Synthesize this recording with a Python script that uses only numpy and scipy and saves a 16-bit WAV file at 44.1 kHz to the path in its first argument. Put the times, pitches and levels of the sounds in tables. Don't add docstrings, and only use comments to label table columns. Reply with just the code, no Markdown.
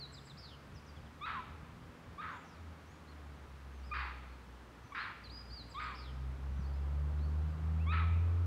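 import sys
import numpy as np
from scipy import signal
from scipy.fft import rfft, irfft, next_fast_len
from scipy.io import wavfile
from scipy.ndimage import uniform_filter1d, map_coordinates

SR = 44100
rng = np.random.default_rng(int(sys.argv[2]) if len(sys.argv) > 2 else 0)


def dump_mix(stems):
    frames = np.atleast_2d(stems).T
    limited = np.clip(frames, -1, 1)
    pcm = np.round(limited * 32767).astype(np.int16)
    wavfile.write(sys.argv[1], SR, pcm)


N = 373086


def amp(db):
    return 10 ** (np.asarray(db) / 20)


def unit(x):
    return x / np.sqrt(np.mean(x ** 2) + 1e-20)


def along(points, hz):
    f, v = np.transpose(points)
    return np.interp(np.log(hz + 1), np.log(f + 1), v)


def curves(rows, t):
    s, *columns = np.transpose(rows)
    return [np.interp(t, s, column) for column in columns]


def wobble(rate, size):
    knots = rng.standard_normal(int(size * rate / SR) + 4)
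    return map_coordinates(knots, [np.arange(size) * rate / SR])


def filtered(x, response):
    m = next_fast_len(len(x) + 8192)
    spectrum = rfft(x, m) * response(np.fft.rfftfreq(m, 1 / SR))
    return irfft(spectrum, m)[:len(x)]


def noise(spectrum):
    white = rng.standard_normal(N)
    return unit(filtered(white, lambda hz: amp(along(spectrum, hz))))


def phase_of(hz):
    return 2 * np.pi * np.cumsum(hz) / SR


def add(track, s, sound):
    start = round(s * SR)
    part = sound[max(-start, 0):N - start]
    track[max(start, 0):][:len(part)] += part


def ramp(t, start, length):
    return np.clip((t - start) / max(length, 1e-4), 0, 1)


def span(length):
    return np.linspace(0, 1, int(length * SR))


def air(split_hz=950, murmur_db=2, leaves_db=-63.5):
    # hz, relative_db_per_hz
    hush_spectrum = [(120, -13.5), (200, 1.5), (293, 1), (327, -3), (393, -3.5), (535, -5.5), (619, -7.5),
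                     (942, -7.5), (1110, -7.5), (1220, -8), (2860, -20), (4350, -25.5), (4950, -27.5),
                     (7390, -33.5), (15600, -42.5)]
    # time_s, level_db
    murmur_level = [(0, -64.5), (2.3, -62.5), (4.5, -63.5), (5.3, -64), (7.1, -58), (8.46, -60.5)]
    low_db, = curves(murmur_level, np.arange(N) / SR)
    hush = noise(hush_spectrum)
    low = filtered(hush, lambda hz: 1 / (1 + (hz / split_hz) ** 4))
    hiss = filtered(hush, lambda hz: 1 - 1 / (1 + (hz / 4200) ** 4))
    middle = hush - low - hiss
    murmur = amp(low_db + murmur_db + 0.25 * wobble(5.5, N)) * unit(low)
    leaves = amp(leaves_db + 0.46 * wobble(2.9, N)) * unit(middle)
    even_hiss = amp(-75.0) * unit(hiss)
    return murmur + leaves + even_hiss


def breeze(lump_db=2.5, puff_width_s=0.0063):
    # time_s, level_db
    breeze_level = [(0, -59.5), (2, -58), (2.7, -60), (5, -64), (6.5, -55.5), (8.46, -52.5)]
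    # hz, relative_db_per_hz
    buffet_spectrum = [(15, -49), (35, -10.5), (60, 6), (110, 4), (170, 0.5), (260, -22), (450, -34),
                       (900, -76)]
    # centre_s, level_db
    thumps = [(.51, -63), (1.01, -68), (1.63, -54), (2.58, -58), (6.3, -51), (6.51, -45), (6.6, -41),
              (7.13, -37.5)]
    t = np.arange(N) / SR
    level_db, = curves(breeze_level, t)
    puffs = sum(amp(db) * np.exp(-.5 * ((t - s) / puff_width_s) ** 2) for s, db in thumps)
    lumps = amp(level_db + lump_db * wobble(11, N))
    return (lumps + puffs) * noise(buffet_spectrum)


def engine(drone_db=-2.0, flutter_db=3.0, wash_db=-33, waver_db=3, count=8):
    # time_s, rate_hz
    firing_rate = [(0, 69), (.5, 69.5), (1, 75), (1.6, 80), (2.15, 83.3), (2.6, 82), (3, 76.5), (3.5, 69.5),
                   (4, 64.5), (4.5, 62), (5, 61), (5.5, 60.8), (5.9, 62.2), (6.4, 66.5), (7, 72.2),
                   (7.5, 77), (8, 82.2), (8.46, 87.3)]
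    # time_s, level_db
    drone_level = [(0.0, -62), (0.12, -56.5), (1.48, -59), (1.51, -48), (2.0, -68), (2.09, -56),
                   (2.54, -59.5), (2.59, -47), (2.9, -60), (3.3, -46.5), (3.37, -54.5), (4.0, -44),
                   (5.14, -65), (5.2, -54), (5.51, -50.5), (5.61, -57), (6.27, -38.5), (6.39, -43.5),
                   (6.5, -36), (7.44, -32), (7.59, -40), (7.66, -32.5), (8.13, -28.5), (8.44, -30),
                   (8.46, -31)]
    # time_s, second_order_db, upper_orders_db
    exhaust = [(0, -60, -68), (1, -64.5, -70), (2.2, -65.5, -59.5), (3, -67, -78), (3.8, -64.5, -71),
               (4.8, -68, -70.5), (5.8, -65, -71), (6.2, -51, -74), (6.7, -53.5, -78), (7, -47.5, -65),
               (7.6, -48.5, -64), (7.95, -46, -56), (8.2, -54, -56.5), (8.46, -65, -52.5)]
    # hz, gain_db
    muffler = [(180, -15), (230, -0.5), (260, -11.5), (300, -17), (380, -8.5), (425, -10), (500, -18.5),
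               (600, -13), (800, -34)]
    # hz, relative_db_per_hz
    wash_spectrum = [(200, -37), (450, -15), (750, 1.5), (1300, 6), (2000, -13), (3500, -20), (7000, -47)]
    t = np.arange(N) / SR
    firing, = curves(firing_rate, t)
    base_db, = curves(drone_level, t)
    second_db, upper_db = curves(exhaust, t)
    phase = phase_of(firing * (1 + .003 * wobble(12, N)))

    faintness = (base_db.max() - base_db) / np.ptp(base_db)
    fundamental = amp(base_db + drone_db + waver_db * faintness * wobble(12, N)) * np.sin(phase)
    second = amp(second_db + wobble(6.3, N)) * np.sin(2 * phase)
    upper = np.zeros(N)
    for k in range(3, count + 1):
        order_db = upper_db + along(muffler, k * firing) + flutter_db * wobble(7, N)
        upper += amp(order_db) * np.sin(k * phase)

    nearness = uniform_filter1d(amp(base_db), SR)
    wash = amp(wash_db) * nearness * noise(wash_spectrum)
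    return np.sqrt(2) * (fundamental + second + upper) + wash


def note(arch, db, buzz, buzz_hz=190, buzz_depth=0.051, waver=0.0047, fade_s=0.0058,
         flutter_db=2.0, swell_db=3):
    size = len(arch)
    trill = np.sin(phase_of(buzz_hz * (1 + 0.21 * wobble(101, size))))
    pitch = arch * (1 + buzz * buzz_depth * trill + waver * wobble(280, size))
    bulge = np.sin(np.linspace(0, np.pi, size)) - .5
    swell = amp(db + swell_db * bulge + flutter_db * wobble(74, size))
    edges = signal.windows.tukey(size, min(1, 2 * fade_s * SR / size))
    return np.sqrt(2) * swell * edges * np.sin(phase_of(pitch))


def ease(u):
    return np.sin(np.pi / 2 * u) ** 2


def twitters(chip_buzz=0.56):
    # start_s, level_db
    calls = [(.12, -57), (.249, -58), (5.692, -60), (5.817, -62.5)]
    # delay_s, length_s, start_hz, end_hz, level_re_twitter_db
    chips = [(0, .032, 8050, 7200, -11.5), (0.017, .027, 5270, 4440, -4.5), (0.046, .03, 4200, 3400, -0.5)]
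    out = np.zeros(N)
    for s, db in calls:
        for delay, length, first, last, chip_db in chips:
            glide = first + (last - first) * span(length)
            add(out, s + delay, note(glide, db + chip_db, chip_buzz))
    return out


def buzzy_falls(trill_width=1.17):
    # start_s, length_s, top_hz, level_db (at the start of the loss)
    falls = [(0.368, 0.19, 5170, -58.5), (2.437, 0.19, 5970, -73), (5.941, .185, 5250, -61)]
    rise_s, start_ratio = .016, .72
    fall_ratio, fade_db = .57, 6
    out = np.zeros(N)
    for s, length, top, db in falls:
        u = span(length)
        flick = start_ratio + (1 - start_ratio) * ramp(u * length, 0, rise_s)
        fall = 1 - (1 - fall_ratio) * ease(u ** 1.15)
        add(out, s, note(top * flick * fall, db - fade_db * u, trill_width))
    return out


def whistles(whistle_buzz=.12):
    # start_s, length_s, start_hz, turning_hz, end_hz, share_before_turn (0-1), level_db
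    calls = [(-.012, .08, 4970, 3870, 3880, .98, -52), (0.745, 0.056, 6400, 4800, 4830, 0.85, -68.5),
             (0.86, 0.055, 6550, 4710, 4800, 0.86, -69), (.956, .039, 3450, 3450, 2880, 0.2, -70),
             (.998, 0.02, 4950, 4900, 4350, 0.1, -72), (1.058, .028, 3520, 3480, 2920, .15, -72),
             (2.304, 0.15, 6170, 7350, 6200, 0.66, -80), (2.855, 0.11, 5200, 6900, 7000, .85, -80),
             (3.069, 0.061, 3700, 4380, 4020, .6, -71.5), (3.727, .096, 6460, 6300, 5600, 0.36, -83),
             (3.831, 0.092, 4100, 5140, 4480, 0.35, -71.5), (4.28, .08, 4100, 4260, 4270, .8, -79),
             (4.832, .084, 6260, 6100, 5780, .3, -79), (4.975, 0.081, 3480, 4290, 3700, 0.6, -57.5),
             (5.236, .045, 5100, 4040, 4000, 0.8, -59), (5.294, .128, 3500, 4890, 4944, 0.3, -56.5),
             (5.503, 0.13, 4200, 4830, 3900, 0.3, -56), (6.565, .06, 5950, 6050, 5600, .4, -81),
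             (6.618, 0.073, 5600, 4320, 5100, .45, -74), (6.69, 0.11, 4650, 4600, 3900, 0.05, -80),
             (6.725, .055, 4400, 5100, 4930, .6, -77), (7.186, 0.095, 3600, 4480, 4430, 0.8, -71.5),
             (7.482, .045, 4540, 4950, 4600, .5, -80), (7.79, 0.063, 2200, 2730, 2750, 0.7, -64.5)]
    out = np.zeros(N)
    for s, length, first, turn, last, share, db in calls:
        u = span(length)
        approach = (first - turn) * (1 - ramp(u, 0, share)) ** 2
        departure = (last - turn) * ease(ramp(u, share, 1 - share))
        add(out, s, note(turn + approach + departure, db, whistle_buzz))
    return out


def birds():
    return twitters() + buzzy_falls() + whistles()


def woods(x, colour, build_s=0.0061):
    # hz, t60_s
    decay = [(500, 1), (1300, 1), (2500, 1), (5000, 0.85), (9000, 0.46)]
    hz, t, z = signal.stft(rng.standard_normal(SR), SR, nperseg=256)
    die_away = amp(-60 * t / along(decay, hz)[:, None])
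    build_up = 1 - np.exp(-t / build_s)
    tail = signal.istft(z * die_away * build_up, SR, nperseg=256)[1]
    echo = signal.fftconvolve(x, tail / np.linalg.norm(tail))[:N]
    return filtered(echo, lambda f: amp(along(colour, f)))


def rasp(size, opening, tuning, flap_hz=270, scatter=0.321, depth=0.23, closing=0.0805):
    # centre_hz, width_hz, level_db
    resonances = [(1476, 1030, 2), (2285, 900, -1), (3610, 730, -11), (4490, 650, -12)]
    # hz, gain_db
    rasp_band = [(450, -56), (750, -12), (1000, 6.5), (1800, 2.5), (2650, -3), (3050, 0), (3600, -3.5),
                 (4750, -1.5), (5300, -5), (7000, -26)]
    flap_rate = flap_hz * np.exp(scatter * wobble(300.0, 2 * size))
    flaps = 1 + np.clip(depth, 0, 1) * np.cos(phase_of(flap_rate))

    def throat(f):
        power = 0
        for (hz, width, db), extra_db in zip(resonances, [0, *opening]):
            power = power + amp(db + extra_db) ** 2 / (1 + (2 * (f - hz) / width) ** 2) ** 2
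        return np.sqrt(power)

    chopped = flaps * rng.standard_normal(2 * size)
    puffs = unit(filtered(chopped, lambda f: throat(f) * amp(along(rasp_band, f))))
    speed = tuning * (1 + closing * np.linspace(.5, -.5, size))
    return map_coordinates(puffs, [np.cumsum(speed)])


def monkey(clean_jitter=0.0057, rough_jitter=.05, waver=.003, overtone_loss_db=24):
    # start_s, squeal_s, pause_s, rasp_s, start_hz, top_hz, share of the rasp with pitch held (0-1),
    # squeal_peak_db, rasp_db, tone_under_rasp_db, closing_tone_db
    barks = [(1.207, 0.047, 0.0019, 0.16, 1087, 1308, 0.43, -42, -42.5, -53.5, -43),
             (2.177, .031, 0.002, .187, 1104, 1261, .36, -43, -46, -50.5, -55),
             (3.912, 0.0232, 0.00096, .197, 1196, 1232, .16, -40, -41.5, -47, -56),
             (4.92, 0.01, 0.0158, 0.19, 1080, 1144, 0.6, -47, -41, -68, -56),
             (5.741, .051, 0.00081, .18, 1031, 1244, .48, -41.5, -46.5, -46, -53.5),
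             (7.857, .064, 0, 0.14, 1032, 1298, 0.53, -43.5, -41.5, -42.5, -52)]
    # second_harmonic_db, third_harmonic_db, middle_resonance_db,
    # third_resonance_db, top_resonance_db (all added to the throat's), tuning_ratio
    mouths = [(-10, -10.5, -1, 4, -6, .97), (-20, -20, -6, 0.5, -11, .98), (-5, -29, 1, 2, 2, 1.0),
              (-9.5, -21, -2.5, -0.5, -3.5, 1.03), (-17, -14, 2, 6, 5.5, .99),
              (-3.5, -10.5, 6.5, 5, -2, .96)]
    swell_db_per_s, linger_s = 133, 0.0096
    squeal_attack = 0.23
    rasp_attack_s, release_s = 0.0043, 0.019
    rasp_hold, rasp_fade_db = 0.39, 11.5
    sink_s, sunk_hz, last_hz = 0.046, 1058, 971
    out = np.zeros(N)
    for bark, (second_db, third_db, *opening, tuning) in zip(barks, mouths):
        (s, squeal_s, pause_s, rasp_s, start_hz, top_hz, held,
         squeal_db, rasp_db, under_db, closing_db) = bark
        crack = squeal_s + pause_s
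        end, sinking = crack + rasp_s, crack + held * rasp_s
        t = np.arange(0, end, 1 / SR)
        rise = ramp(t, 0, squeal_s)
        broken = ramp(t, crack, rasp_attack_s)
        sunk = ramp(t, sinking, sink_s)
        drooped = ramp(t, sinking + sink_s, sink_s)
        pitch = start_hz + (top_hz - start_hz) * rise
        pitch = pitch + (sunk_hz - top_hz) * sunk + (last_hz - sunk_hz) * drooped

        swell = amp(squeal_db - swell_db_per_s * squeal_s * (1 - rise))
        attack = ramp(t, 0, squeal_attack * squeal_s)
        opening_tone = swell * attack * (1 - ramp(t, squeal_s, linger_s))
        under_tone = broken * amp(under_db + (closing_db - under_db) * sunk)
        tone = np.maximum(opening_tone, under_tone)

        fading = ramp(t, crack + rasp_hold * rasp_s, (1 - rasp_hold) * rasp_s)
        force = broken * amp(rasp_db - rasp_fade_db * fading)
        chaos = force / (force + tone + 1e-9)
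        jitter = (clean_jitter + rough_jitter * chaos ** 2) * wobble(304.3, len(t))
        phase = phase_of(pitch * (1 + jitter + waver * wobble(70.8, len(t))))

        kept = amp(-overtone_loss_db * np.maximum.accumulate(chaos))
        overtones = amp(second_db) * np.sin(2 * phase) + amp(third_db) * np.sin(3 * phase)
        squeal = np.sqrt(2) * tone * (np.sin(phase) + kept * overtones)
        voice = squeal + force * rasp(len(t), opening, tuning)
        add(out, s, voice * ramp(end - t, 0, release_s))
    return out


def scene():
    # hz, gain_db
    song_echo = [(3500, -13.5), (5000, -8), (6500, -2), (7700, -3)]
    # hz, gain_db
    bark_echo = [(800, 3), (1050, -16.5), (1310, -8), (1550, -13), (2400, -5.5), (3500, -6), (5000, -8.5)]
    barks, song = monkey(), birds()
    background = air() + breeze() + engine()
    singing = song + woods(song, song_echo)
    barking = barks + woods(barks, bark_echo)
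    return (background + singing + barking)[None]


def record(dry, top_hz=15750):
    return filtered(dry[0], lambda hz: hz < top_hz)[None]


dry = scene()
out = record(dry)
dump_mix(out)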